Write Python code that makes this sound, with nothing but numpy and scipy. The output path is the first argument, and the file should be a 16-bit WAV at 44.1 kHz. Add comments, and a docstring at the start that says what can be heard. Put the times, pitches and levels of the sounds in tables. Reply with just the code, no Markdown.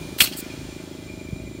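"""An open lawn: leaves hiss, insects trill and a small engine putters in the distance.
At 0.18 s comes one sharp shot into a wooden fence, probably from an air nailer: a tick, then a
cluster of hard blows on the boards amid spurts of air. Far walls throw the shot back, and the tool
recoils and vents a last puff. A faint hiss swells after the shot and lingers as background.
Near 1.3 s the microphone is softly bumped."""
import sys
import numpy as np
from scipy import signal
from scipy.fft import rfft, irfft
from scipy.io import wavfile

SR = 44100
rng = np.random.default_rng(int(sys.argv[2]) if len(sys.argv) > 2 else 0)


def pcm_store(signal):
    """Save signal as 16-bit PCM."""
    levels = np.round(np.clip(np.atleast_2d(signal), -1, 1) * 32767)
    wavfile.write(sys.argv[1], SR, levels.astype(np.int16).T)


N = 70560
T = np.arange(N) / SR


def amp(db):
    """Decibels to gain."""
    return 10 ** (np.asarray(db) / 20)


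def unit(x):
    """Scales to rms 1."""
    return x / np.sqrt(np.mean(x ** 2) + 1e-20)


def level(points):
    """Gain over time from (t/s, level/dB) points."""
    return amp(np.interp(T, *np.transpose(points)))


def gain_at(hz, spectrum):
    """Gain of a (f/Hz, level/dB) spectrum, interpolated in log frequency."""
    f, db = np.transpose(spectrum)
    return amp(np.interp(np.log(hz + 1), np.log(f), db))


def noise(spectrum):
    """Noise of rms 1 with the given spectrum."""
    hz = np.fft.rfftfreq(N, 1 / SR)
    return unit(irfft(rfft(rng.standard_normal(N)) * gain_at(hz, spectrum), N))


def band(hz, width):
    """Narrow noise of rms 1 around one frequency."""
    bell = np.exp(-2 * ((np.fft.rfftfreq(N, 1 / SR) - hz) / width) ** 2)
    return unit(irfft(rfft(rng.standard_normal(N)) * bell, N))


def impulse_response(spectrum):
    """Minimum-phase response of a body with the given spectrum."""
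    log_gain = np.log(gain_at(abs(np.fft.fftfreq(N, 1 / SR)), spectrum))
    return np.fft.ifft(np.exp(np.conj(signal.hilbert(log_gain)))).real[:N // 10]


def cut(x, side, hz, order):
    """Butterworth filter that takes away the "bass" or the "treble"."""
    kind = {"bass": "high", "treble": "low"}[side]
    return signal.sosfilt(signal.butter(order, hz, kind, fs=SR, output="sos"), x)


def decay(start, t60):
    """Silence, then an exponential fall from 1."""
    return (T >= start) * np.exp(-np.log(1000) * np.maximum(T - start, 0) / t60)


def ring(start, hz, db, t60, phase=0):
    """One struck mode; phase in cycles."""
    return amp(db) * decay(start, t60) * np.sin(2 * np.pi * (hz * (T - start) + phase))


# colour of the hiss and of the rumble (f/Hz, relative level/dB)
HISS_COLOUR = [(500, 7.5), (800, 3.5), (1200, 0), (1900, -4), (2600, -5), (3200, 0), (4200, 0.5),
               (5000, -4), (6500, -3.5), (7800, -10), (9400, -5), (10500, -13.5), (12000, -15.5),
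               (14700, -10.5), (16000, -14)]
RUMBLE_COLOUR = [(20, -18), (35, -10), (52, 1.5), (100, 0.5), (160, 0), (240, -5), (380, -13.5), (480, -18),
                 (620, -15), (760, -30.5), (1500, -51)]
# their rise and fall at the microphone (t/s, level/dB)
HISS_LEVEL = [(0, -42), (.18, -42.5), (.5, -45), (1.0, -48), (1.6, -50)]
RUMBLE_LEVEL = [(0, -36.5), (.4, -49), (.62, -38), (.8, -46), (1.1, -40), (1.28, -42.5), (1.38, -37),
                (1.6, -40.5)]
def lawn_ambience():
    """Leaves and insects hiss across the lawn over a low, swelling rumble."""
    return noise(HISS_COLOUR) * level(HISS_LEVEL) + noise(RUMBLE_COLOUR) * level(RUMBLE_LEVEL)


# cricket notes (f/Hz, rms waver/Hz, relative level/dB)
CRICKET_NOTES = [(2405, 26, 1), (2290, 60, -5)]
# the crickets at the microphone (t/s, level/dB)
CRICKET_LEVEL = [(0, -48), (.11, -45.5), (.3, -61), (.44, -44.5), (.48, -64), (.505, -40), (.57, -57),
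                 (.62, -51), (.68, -58), (.76, -50.5), (.9, -61), (1.05, -53.5), (1.11, -46), (1.2, -50.5),
                 (1.4, -49.5), (1.6, -55.5)]
# steady far insects (f/Hz, width/Hz, level/dB)
FAR_CHORUS = [(7214, 260, -59.5), (2035, 20, -63.5), (3850, 67, -65.5)]
def insects(waver_hz=201, trill_hz=60, trill_db=3):
    """Wavering, fluttering cricket notes over a thin chorus farther off."""
    notes = np.zeros(N)
    for hz, waver, db in CRICKET_NOTES:
        pitch = hz + waver * band(0, waver_hz)
        notes += amp(db) * np.sin(2 * np.pi * np.cumsum(pitch) / SR)
    trill = amp(trill_db * band(0, trill_hz))
    chorus = sum(amp(db) * band(hz, width) for hz, width, db in FAR_CHORUS)
    return unit(notes * trill) * level(CRICKET_LEVEL) + chorus


# resonances of the muffler (f/Hz, relative level/dB)
MUFFLER = [(30, -57), (55, -26), (80, -20), (105, -7.5), (135, -7.5), (160, -0.5), (190, 0), (235, -6.5),
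           (267, 4.5), (320, 1.5), (375, 2.5), (405, -6.5), (430, -14), (455, -10), (490, -25), (560, -11),
           (610, -13), (640, -9.5), (700, -38.5), (860, -27), (1100, -36), (2000, -35), (5000, -63)]
# hum of the housing (f/Hz, width/Hz, level/dB)
HOUSING_HUM = [(635.4, 17, -57.5), (859, 5.3, -65.5)]
def distant_engine(first_s=.0135, firing_hz=26.7, uneven_db=1.03, putter_db=-39):
    """Far off, every firing puffs through the muffler, a little unevenly; the housing hums."""
    at = (np.arange(first_s, T[-1], 1 / firing_hz) * SR).astype(int)
    firings = np.zeros(N)
    firings[at] = amp(uneven_db * rng.standard_normal(len(at)))
    putter = unit(signal.fftconvolve(firings, impulse_response(MUFFLER))[:N])
    hum = sum(amp(db) * band(hz, width) for hz, width, db in HOUSING_HUM)
    return amp(putter_db) * putter + hum


# spurts from the tool (t/s, length/s, level/dB, rise/s, t60/s)
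AIR_SPURTS = [(0.18, 0.0198, -28.5, 0.0077, 0.033), (0.201, 0.0034, -18.5, 0.0012, 0.011),
              (0.2059, 0.018, -14, 0.00033, 0.039), (0.229, 0.022, -22.5, 0.0013, .03),
              (0.235, 0.011, -21.5, .003, 0.036), (0.253, 0.0083, -31.5, .004, 0.16)]
# colour of that air (f/Hz, relative level/dB)
AIR_COLOUR = [(200, -10), (900, -8.5), (1800, -8), (2800, -2.5), (3600, -2), (4200, 7.5), (5000, -3),
              (7000, -4.5), (8200, 3), (9800, -1.5), (11200, 0.5), (12200, 3), (13200, -1), (15600, -1.5)]
def air_spurts():
    """The tool spits air in quick spurts around the blows."""
    return sum(spurt(AIR_COLOUR, *row) for row in AIR_SPURTS)


def spurt(spectrum, start, length, db, rise, t60):
    """Air rushes from a port: rise, hold, fade."""
    opening = np.clip((T - start) / rise, 0, 1)
    closing = np.where(T < start + length, 1, decay(start + length, t60))
    return amp(db) * opening * closing * noise(spectrum)


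# blows on the fence (t/s, relative level/dB, crack t60/s)
FENCE_BLOWS = [(0.1871, -19, 0.0046), (.2050, -3, 0.014), (.2067, -3, 0.02), (0.2136, -11, 0.01),
               (0.2173, -7.5, 0.0065), (0.2228, -14.5, 0.016), (0.2434, -24, 0.01), (0.258, -29, .04),
               (0.2726, -21.5, 0.032)]
# ring of the boards (f/Hz, relative level/dB, t60/s)
BOARD_MODES = [(1556, -4, 0.11), (1976, -23, 0.041), (2000, -4, .07), (2172, -7, 0.1), (2546, -5.5, 0.096),
               (2800, 0.5, 0.11), (2734, 2.5, 0.041), (3070, -23, .09), (3310, 2.5, 0.071),
               (3560, -0.5, 0.044), (4230, -18, 0.065), (4000, -8, 0.15), (4452, -2, 0.14),
               (5218, -8, 0.11), (7600, -8, .05)]
# colour of the crack (f/Hz, relative level/dB)
CRACK_COLOUR = [(100, -34), (300, -15.5), (500, -21.5), (800, -46), (1050, -15), (1250, -8), (1500, -7.5),
                (1900, -10), (2500, 3.5), (2900, 3), (3400, -3), (3900, -12), (4800, -15), (5400, -8),
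                (6200, -9), (6900, -7.5), (7600, -19), (11000, -21), (16000, -11.5)]
def fence_blows(crack_db=0.5, ring_db=-11, full_blow_s=.02):
    """Each blow is a brief dense crack that leaves the boards buzzing; the fence gives one low push."""
    bursts, boards = np.zeros(N), np.zeros(N)
    for start, db, t60 in FENCE_BLOWS:
        bursts += amp(db + crack_db) * rng.standard_normal(N) * decay(start, t60)
        drive = amp(db + ring_db) * min(t60 / full_blow_s, 1)  # a very short tap barely rings
        for mode in BOARD_MODES:
            boards += drive * ring(start, *mode, phase=rng.random()) * board_rattle(start)
    body = impulse_response(CRACK_COLOUR)
    cracks = signal.fftconvolve(bursts, body / np.linalg.norm(body))[:N]
    push = ring(start=.2175, hz=169, db=-18, t60=.03)
    return cracks + cut(boards, "bass", hz=1550, order=4) + push


def board_rattle(start, rate_hz=160, share=.55):
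    """The randomly uneven gain of a loose board's ring after a blow."""
    knots = start + np.arange(60) / rate_hz
    return 1 - share + share * np.interp(T, knots, rng.standard_normal(len(knots)))


# echoes off far walls (delay t/s, relative level/dB, smear t60/s)
WALL_ECHOES = [(0.038, -20, 0.13), (0.117, -32, 0.048)]
# colour of the walls and of the lingering hiss (f/Hz, relative level/dB)
WALL_COLOUR = [(100, -27), (400, -1), (1500, -10), (4500, -1), (6500, -3.5), (9000, -12), (16000, -3.5)]
LINGER_COLOUR = [(200, 9.5), (1000, 0.5), (1500, 4), (2800, -6.5), (4200, -4), (5500, 2), (9000, -7),
                 (12000, -16), (16000, -22)]
def echoes_and_hiss(shot, hiss_db=-22.5, hiss_t60=4.1, hiss_rise_s=0.17):
    """Far walls return smeared echoes; a faint hiss swells after the shot and lingers as background."""
    walls = sum(amp(db) * unit(noise(WALL_COLOUR) * decay(delay, t60)) for delay, db, t60 in WALL_ECHOES)
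    hiss = noise(LINGER_COLOUR) * decay(0, hiss_t60) * np.minimum(T / hiss_rise_s, 1)
    response = walls + amp(hiss_db) * unit(hiss)
    return signal.fftconvolve(shot, response / np.sqrt(N))[:N]


# knocks of the tool (t/s, level/dB, t60/s)
RECOIL_KNOCKS = [(0.3243, -37, 0.079), (.3335, -34, 0.065)]
# their colour (f/Hz, relative level/dB)
KNOCK_COLOUR = [(500, -30), (1200, -16), (2000, 4), (2500, -17), (3000, 5), (3600, -16), (4350, 10),
                (5000, 0), (5500, -4), (6500, -9), (9000, -7), (16000, -24)]
def recoil():
    """Two small knocks at the fence as the tool recoils."""
    return noise(KNOCK_COLOUR) * sum(amp(db) * decay(start, t60) for start, db, t60 in RECOIL_KNOCKS)


# colour of the vented air (f/Hz, relative level/dB)
VENT_COLOUR = [(500, -19), (3000, -19), (4500, -2), (5800, -16), (7200, -3), (8400, 1.5), (10300, -8.5),
               (11200, 2), (12200, -3), (13200, -4), (14800, 1), (16000, -2.5)]
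def vent():
    """The tool lets out a last thin puff of air."""
    return spurt(VENT_COLOUR, start=.362, length=.044, db=-31.5, rise=.012, t60=0.028)


# bumps right on the microphone (t/s, level before dulling/dB)
MIC_BUMPS = [(1.3293, -13.5), (1.359, -24)]
def microphone_bumps():
    """Two soft touches on the microphone, each a short, dull thump."""
    thumps = sum(ring(start, hz=136, db=db, t60=0.028) for start, db in MIC_BUMPS)
    return -cut(thumps, "treble", hz=500, order=2)


def scene():
    """The shot and its echoes over the sounds of the lawn, heard at one microphone."""
    shot = fence_blows() + recoil() + air_spurts() + vent()
    mix = shot + echoes_and_hiss(shot) + distant_engine() + insects() + lawn_ambience()
    return (mix + microphone_bumps())[None]


def record(dry, low_cut_hz=33, top_hz=15820):
    """The microphone drops the deepest bass, overloads softly on peaks and loses the highest treble."""
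    trimmed = cut(dry, "bass", low_cut_hz, order=4)
    softened = trimmed / (1 + trimmed ** 6) ** (1 / 6)
    band_limit = signal.firwin(611, top_hz, window=("kaiser", 9), fs=SR)
    return signal.oaconvolve(softened, band_limit[None], "same")


dry = scene()
out = record(dry)
pcm_store(out)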